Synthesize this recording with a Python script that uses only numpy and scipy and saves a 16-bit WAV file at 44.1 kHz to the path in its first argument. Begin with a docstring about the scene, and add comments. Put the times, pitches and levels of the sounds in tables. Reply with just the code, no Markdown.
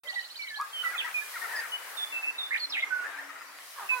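"""Open grassland, where prairie grouse display with rough cackles, yelps, nasal whines and a faint boom.
A grouse call is a harmonic source, the syrinx, filtered by the throat; the far boom comes from air sacs.
Songbirds, mostly to the right, whistle, twitter and slur in gliding tones. Dry stems snap, and wind
hisses in the grass over the blur of the distant flock. The ground and the grass scatter the nearer
calls into a short tail."""
import sys
import numpy as np
from scipy import signal
from scipy.fft import rfft, irfft, next_fast_len
from scipy.io import wavfile
from scipy.ndimage import uniform_filter1d, map_coordinates

SR = 44100
rng = np.random.default_rng(int(sys.argv[2]) if len(sys.argv) > 2 else 0)


def bounce(signal):
    """Save signal as a 16-bit WAV file at the path given by the first command-line argument."""
    frames = np.transpose(np.atleast_2d(signal))
    limited = np.clip(frames, -1, 1)
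    pcm = np.round(limited * 32767).astype(np.int16)
    wavfile.write(sys.argv[1], SR, pcm)


N = 176400

# Spectra of still air, flock and grass hiss. Each row: frequency in Hz, relative density in dB.
AIR_SPECTRUM = [(25, -25), (100, -13), (180, -5), (600, -1), (2000, 10), (4500, 11), (8000, 6.5),
                (15500, 0.5)]
FLOCK_SPECTRUM = [(25, -51), (100, -41.5), (230, -30), (370, -11), (700, -3.5), (1200, 1.5), (2000, 2),
                  (3000, -10.5), (6000, -50), (12000, -58)]
HISS_SPECTRUM = [(300, -24), (2000, -2), (4500, 0), (7000, -3.5), (9500, 1), (15500, -2.5)]
# Likeness of distant sound in the two channels. Each row: frequency in Hz, coherence from 0 to 1.
FAR_COHERENCE = [(60, 0.92), (250, 0.95), (600, 0.55), (1200, 0.48), (2500, 0)]
# Envelopes of the flock, the gusts and the booming. Each row: time in seconds, level in dB.
FLOCK_LEVEL = [(0, -54), (.5, -58), (.9, -44), (1.25, -48), (1.5, -41.5), (1.9, -44), (2.15, -46),
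               (2.65, -49), (3.05, -42.5), (3.45, -49), (3.7, -52.5), (4, -46.5)]
GUST_LEVEL = [(.55, -59), (.88, -45), (.98, -49.5), (1.25, -44), (1.5, -43), (1.78, -48.5), (1.9, -45.5),
              (2.1, -47), (2.3, -54), (2.8, -57.5), (3.5, -58.5), (3.67, -49), (4, -47)]
BOOM_LEVEL = [(1.6, -85), (2.15, -73), (2.3, -63), (2.48, -76), (2.65, -69), (3.25, -64), (3.7, -80)]
# Balance of the hiss. Each row: frequency in Hz, pan in dB (every pan is left over right).
HISS_PAN = [(4000, 1), (8000, -2), (12000, 5)]
# Reverberation of the field. Each row: frequency in Hz, seconds to decay by 60 dB.
FIELD_DECAY = [(300, 0.95), (1500, 0.27), (3000, 0.39), (8000, 0.046)]
# Grouse yelps and whines. Each row: start and length in seconds, first, middle and last pitch in Hz,
# relative level in dB, roughness from 0 to 1, pan in dB.
YELPS = [(.04, 0.06, 556, 605, 660, -52.5, 0.5, 1), (.123, 0.052, 771, 804, 745, -46, 0.9, 6),
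         (.568, 0.029, 720, 870, 1063, -45, 0.54, 5), (.588, 0.048, 1026, 1186, 1322, -27.5, 0.56, 4.5),
         (.825, 0.05, 1444, 1383, 1316, -30.5, 0.48, 6)]
WHINES = [(3.758, 0.115, 640, 436.5, 361, -40, 0.9, -2), (3.908, 0.1, 510, 506, 480, -35, 0.25, -4)]
# Grouse cackle notes. Each row: start and length in seconds, first and last pitch in Hz,
# relative level in dB, roughness from 0 to 1.
CACKLES = [(0.905, 0.03, 780, 850, -39, .3), (0.934, 0.03, 770, 590, -34.5, 0.4),
           (1.02, 0.027, 805, 799, -39, 0.15), (1.045, 0.019, 950, 985, -30.5, .08),
           (1.063, 0.03, 680, 550, -37.5, 0.35), (1.338, 0.02, 985, 925, -39.5, 0.25),
           (1.356, 0.024, 780, 600, -35, 0.2), (1.414, 0.032, 930, 925, -36, 0.22),
           (1.443, 0.022, 740, 610, -34.5, 0.35), (1.492, 0.014, 910, 900, -37, 0.2),
           (1.514, 0.019, 880, 990, -35, 0.25), (1.537, .03, 890, 845, -33, 0.25),
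           (1.569, 0.034, 960, 895, -31.5, 0.2), (1.603, 0.02, 900, 735, -37, 0.2),
           (1.629, 0.034, 780, 610, -42, 0.3), (3.045, 0.028, 797, 894, -35, 0.8),
           (3.128, 0.026, 796, 780, -41, 0.3), (3.168, 0.036, 780, 932, -37, 0.6),
           (3.291, 0.019, 694, 600, -39.5, 0.7), (3.355, 0.015, 725, 600, -40, .8),
           (3.409, 0.0174, 723, 576, -41.5, .7)]
# Throat responses of the three grouse calls. Each row: frequency in Hz, relative gain in dB.
YELP_THROAT = [(600, 13), (1300, -10), (1700, -25), (6000, -46)]
CACKLE_THROAT = [(400, -56.5), (900, -15), (1350, 4), (1900, 2), (2300, -3.5), (2900, -33), (4000, -26.5),
                 (7000, -30)]
WHINE_THROAT = [(350, -16), (520, -14), (1000, 5.5), (1550, 0), (2050, -11.5), (3000, -31), (4000, -14.5),
                (5000, -48)]
# Songbird whistles. Each row: start and length in seconds, first and last pitch in Hz,
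# level in dB, swell over the note in dB, pan in dB.
WHISTLES = [(0.046, 0.066, 2060, 1907, -39, 25, -4.5), (0.152, 0.051, 1988, 1887, -31, 10.5, -5.5),
            (0.389, 0.068, 2308, 2234, -35, 5, -5), (0.447, 0.075, 2090, 1730, -48, -19, -3),
            (0.469, 0.059, 2240, 2134, -45.5, -11, 1), (0.503, 0.16, 1770, 1616, -39.5, -6.5, -6),
            (0.728, 0.0976, 3130, 3020, -34, 4, -4), (0.841, 0.046, 1995, 1945, -26, 12, -7.5),
            (0.951, 0.027, 2480, 2470, -35, 11, -7), (1.141, 0.07, 2454, 2363, -26.5, -2.5, -7),
            (1.212, 0.026, 1740, 1686, -36.5, 2, -9), (1.555, 0.058, 4680, 4860, -40, -3, 2),
            (1.718, 0.052, 2930, 2975, -29, -1, -1.5), (1.969, 0.085, 3500, 3500, -31.5, 8, -2.5),
            (2.121, 0.069, 2637, 2638, -31, 2, 1), (2.224, 0.085, 2575, 2655, -28, 10.5, -0.5),
            (2.38, .1, 3636, 3575, -33.5, -6, -3), (2.595, 0.065, 4226, 4165, -29.5, 8.5, -4),
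            (2.821, 0.024, 2133, 2100, -23.5, 2, -3), (2.905, 0.13, 1514, 1457, -27, -5.5, -9),
            (3.889, 0.059, 2600, 2504, -24, -3, -4)]
# Twitter syllables. Each row: time in seconds, level in dB.
SYLLABLES = [(0.088, -37.5), (0.145, -38.5), (0.198, -39.5), (0.246, -39), (0.306, -38.5), (0.362, -39),
             (0.425, -39), (0.488, -40.5), (.56, -38.5)]
# Chips of one syllable. Each row: offset and length in seconds, first and last pitch in Hz, gain in dB.
CHIPS = [(-.019, .012, 3200, 2950, -4), (-.006, .009, 3600, 4300, -.5), (.002, .009, 4250, 4350, 0),
         (.01, .012, 4750, 4050, -4)]
# Songbird slurs. Each row: start and length in seconds, first, middle and last pitch in Hz,
# level in dB, jitter as a fraction of pitch.
SLURS = [(0.979, 0.039, 3530, 3230, 2330, -29, .035), (2.508, 0.038, 1780, 2090, 2110, -27.5, .04),
         (2.544, 0.022, 2200, 1900, 2150, -26, .1), (2.563, .022, 2480, 3300, 4200, -39.5, .07),
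         (2.697, 0.021, 5800, 5150, 4450, -39, .03), (2.722, .043, 4094, 2900, 2200, -29.5, .04),
         (2.762, 0.036, 2333, 2050, 2350, -29, .1), (2.788, 0.026, 2600, 3500, 3570, -36, .05)]
# Phase difference of the birdsong. Each row: frequency in Hz, lead of the left channel in radians.
SONG_PHASE = [(1500, -0.7), (1950, -2.15), (2150, -1.5), (2560, -3), (2700, -3), (3550, -2.5), (4200, -4.5)]
# Snaps of dry stems. Each row: start in seconds, peak level in dB, band centre in Hz.
SNAPS = [(.613, -30, 4800), (1.114, -27, 1400), (3.5875, -31, 1500)]

GROUSE_GAIN_DB = -3  # common to yelps, cackles and whines


def amp(db):
    """Amplitude ratio of a level in decibels."""
    return 10 ** (np.asarray(db) / 20)


def unit(x):
    """Normalisation to an rms of 1."""
    return x / np.sqrt(np.mean(x ** 2) + 1e-20)


def along(points, hz):
    """Interpolation of (Hz, value) points on a logarithmic frequency axis."""
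    knot_hz, values = np.transpose(points)
    return np.interp(np.log(hz + 1), np.log(knot_hz + 1), values)


def envelope(points):
    """Linear interpolation of (seconds, value) points at every sample."""
    return np.interp(np.arange(N) / SR, *np.transpose(points))


def wobble(rate, size=N):
    """Smooth random modulation: a spline through rate random knots a second."""
    return map_coordinates(rng.standard_normal(4096), [np.arange(size) * rate / SR], mode="wrap")


def filtered(x, response):
    """Filtering as multiplication of the spectrum by a frequency response."""
    size = next_fast_len(N + SR // 2)
    return irfft(rfft(x, size) * response(np.fft.rfftfreq(size, 1 / SR)), size)[..., :N]


def panned(x, pan_db):
    """A level difference between left and right at constant total power."""
    gains = np.array([amp(pan_db / 2), amp(-pan_db / 2)]).reshape(2, -1)
    return x * gains / np.sqrt(np.mean(gains ** 2, axis=0))


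def add(out, start, x):
    """Superposition of x on out from start seconds."""
    i = max(0, round(start * SR))
    out[:, i:i + x.shape[-1]] += x[..., :max(0, N - i)]


def glide(length, pitches, edge_s):
    """Time, a polynomial pitch curve through evenly spaced points, and a soft-edged gate."""
    t = np.arange(int(length * SR)) / SR
    contour = np.polyfit(np.linspace(0, 1, len(pitches)), pitches, len(pitches) - 1)
    gate = np.sin(np.pi / 2 * np.clip(np.minimum(t, length - t) / edge_s, 0, 1))
    return t, np.polyval(contour, t / length), gate


def phase_of(hz):
    """Phase as the time integral of frequency."""
    return 2 * np.pi * np.cumsum(hz) / SR


def scattered(x, near_db, far_db, near_decay_s=.018):
    """Convolution with the direct path, scatter from nearby grass and the longer tail of the field."""
    hz, t, spectra = signal.stft(rng.standard_normal((2, SR // 2)), SR, nperseg=256)
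    far = signal.istft(spectra * amp(-60 * t / along(FIELD_DECAY, hz)[:, None]), SR, nperseg=256)[1]
    near = rng.standard_normal(far.shape) * np.exp(-np.arange(far.shape[1]) / SR / near_decay_s)
    response = amp(near_db) * near / np.linalg.norm(near[0]) + amp(far_db) * far / np.linalg.norm(far[0])
    response[:, 0] += 1  # direct path
    return signal.fftconvolve(x, response, axes=1)


def rush(spectrum, coherence, patchy_db):
    """Partly coherent stereo noise of rms 1, its gain varying in patches of time and frequency."""
    spectra = signal.stft(rng.standard_normal((2, N)), nperseg=1024)[2]
    patches = rng.standard_normal(spectra.shape[1:])
    patches = uniform_filter1d(uniform_filter1d(patches, size=5, axis=0), size=5, axis=1)
    pair = signal.istft(spectra * amp(patchy_db * unit(patches)), nperseg=1024)[1][:, :N]

    def mid_side_gains(hz):
        angle = np.arccos(np.clip(along(coherence, hz), -1, 1)) / 2
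        return amp(along(spectrum, hz)) * [np.cos(angle), np.sin(angle)]

    mid, side = filtered(pair, mid_side_gains)
    return unit(np.array([mid + side, mid - side]))


def still_air():
    """The ambient noise floor: steady, broadband and most coherent at low frequencies."""
    return amp(-53) * rush(AIR_SPECTRUM, FAR_COHERENCE, patchy_db=4.0)


def distant_flock():
    """Many far voices sum incoherently to a band of noise that swells and fades."""
    level_db = envelope(FLOCK_LEVEL) + .45 * wobble(25.04)
    return panned(amp(level_db) * rush(FLOCK_SPECTRUM, FAR_COHERENCE, patchy_db=1.7), pan_db=3)


def wind_in_grass():
    """Airflow through dry grass radiates an incoherent hiss whose level follows the gusts."""
    level_db = envelope(GUST_LEVEL) + .42 * wobble(31.07)
    hiss = amp(level_db) * rush(HISS_SPECTRUM, coherence=[(4000, .017)], patchy_db=1.3)
    return filtered(hiss, lambda hz: panned(1.0, along(HISS_PAN, hz)))


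def grouse_voice(length, pitches, rough, throat, edge_s, jitter=.05, rasp_db=5.5):
    """Source and filter: the throat weights twelve harmonics of a syrinx unsteady in pitch and level."""
    t, hz, gate = glide(length, pitches, edge_s)
    phase = phase_of(hz * (1 + jitter * rough * wobble(507, len(t))))
    tone = sum(amp(along(throat, k * hz)) * np.sin(k * phase) for k in range(1, 13))
    rasp = amp(rasp_db * rough * wobble(434, len(t)))
    return amp(GROUSE_GAIN_DB) * gate * unit(tone * rasp)


def soft_calls(calls, throat, edge_s):
    """Grouse glides with a gradual onset and release, scattered by the field."""
    out = np.zeros((2, N))
    for start, length, *pitches, db, rough, pan_db in calls:
        note = amp(db) * grouse_voice(length, pitches, rough, throat, edge_s)
        add(out, start, scattered(panned(note, pan_db), near_db=-6, far_db=-9.5))
    return out


def yelps():
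    """Short grouse calls in which a low-pass throat leaves the fundamental dominant."""
    return soft_calls(YELPS, YELP_THROAT, edge_s=.02)


def whistles(scoop_s=.012, waver=.0035, flutter_db=2.2):
    """Nearly pure songbird tones, lightly modulated in frequency and amplitude."""
    out = np.zeros((2, N))
    for start, length, first_hz, last_hz, db, swell_db, pan_db in WHISTLES:
        t, hz, gate = glide(length, [first_hz, last_hz], edge_s=.009)
        scoop = .012 * (first_hz / 2000) ** 3  # each note drops onto its pitch, high notes farther
        hz = hz * (1 + scoop * np.exp(-t / scoop_s) + waver * wobble(122.6, len(t)))
        level_db = db + swell_db * (t / length - .5) + flutter_db * wobble(91, len(t))
        note = gate * amp(level_db) * np.sin(phase_of(hz))
        add(out, start, scattered(panned(note, pan_db), near_db=-12, far_db=-13.5))
    return out


def twitter(jitter=.026, spread_db=2):
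    """Temporal fusion: four brief chips, varied in pitch and level, are heard as one syllable."""
    out = np.zeros((2, N))
    for start, db in SYLLABLES:
        for offset, length, first_hz, last_hz, chip_db in CHIPS:
            t, hz, gate = glide(length, [first_hz, last_hz], edge_s=.0032)
            hz = hz * (1 + jitter * (rng.standard_normal() + wobble(695, len(t))))
            note = gate * amp(db + chip_db + spread_db * rng.standard_normal()) * np.sin(phase_of(hz))
            add(out, start + offset, scattered(panned(note, pan_db=-2), near_db=-2, far_db=-16))
    return out


def snapping_stems(decay_s=.0005, width_octaves=.8):
    """A breaking stem gives an impulse, and so short a pulse occupies a broad band."""
    out, t = np.zeros((2, N)), np.arange(SR // 50) / SR
    for start, peak_db, centre_hz in SNAPS:
        pulse = np.zeros((1, N))
        add(pulse, start, np.exp(-t / decay_s) * (1 + .5 * rng.standard_normal(len(t))))
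        band = lambda hz: hz * np.exp(-.5 * (np.log2((hz + 1) / centre_hz) / width_octaves) ** 2)
        snap = filtered(pulse, band)
        out += amp(peak_db) * snap / np.abs(snap).max()
    return out


def cackles():
    """Abrupt, rough grouse notes; a throat resonance lifts the overtones above the fundamental."""
    out = np.zeros((2, N))
    for start, length, *pitches, db, rough in CACKLES:
        note = amp(db) * grouse_voice(length, pitches, rough, CACKLE_THROAT, edge_s=.0015)
        add(out, start, scattered(panned(note, pan_db=3), near_db=-14.5, far_db=-6))
    return out


def slurs():
    """Fast songbird sweeps, roughened by the sidebands of random frequency modulation."""
    out = np.zeros((2, N))
    for start, length, *pitches, db, jitter in SLURS:
        t, hz, gate = glide(length, pitches, edge_s=.00095)
        hz = hz * (1 + jitter * wobble(606, len(t)))
        note = gate * amp(db) * np.sin(phase_of(hz))
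        add(out, start, scattered(panned(note, pan_db=-3.5), near_db=-5.5, far_db=-10.5))
    return out


def boom(pitch_hz=286, spread_hz=16):
    """Beating: the air sacs of several far males sum to one low tone of wandering level and phase."""
    beats = unit(wobble(spread_hz)) + 1j * unit(wobble(spread_hz))
    carrier = np.exp(2j * np.pi * pitch_hz * np.arange(N) / SR)
    return amp(envelope(BOOM_LEVEL)) * np.real(beats * carrier) / np.sqrt(2)


def whines():
    """Falling grouse calls, made nasal by a formant near 1 kHz over a weak fundamental."""
    return soft_calls(WHINES, WHINE_THROAT, edge_s=.025)


def from_the_right(song):
    """Path difference: the song reaches the right microphone first, so the left lags in phase."""
    return filtered(song, lambda hz: np.exp(1j * np.outer([.5, -.5], along(SONG_PHASE, hz))))


def scene():
    """Superposition of all the birds and the windy field."""
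    songbirds = from_the_right(whistles() + slurs() + twitter())
    grouse = cackles() + yelps() + whines()
    return songbirds + grouse + boom() + snapping_stems() + distant_flock() + wind_in_grass() + still_air()


def record(dry, start_s=.035, top_hz=15900):
    """A gate opens after a moment, and an ideal low-pass filter limits the band."""
    return filtered(dry * (np.arange(N) / SR > start_s), lambda hz: hz < top_hz)


dry = scene()
out = record(dry)
bounce(out)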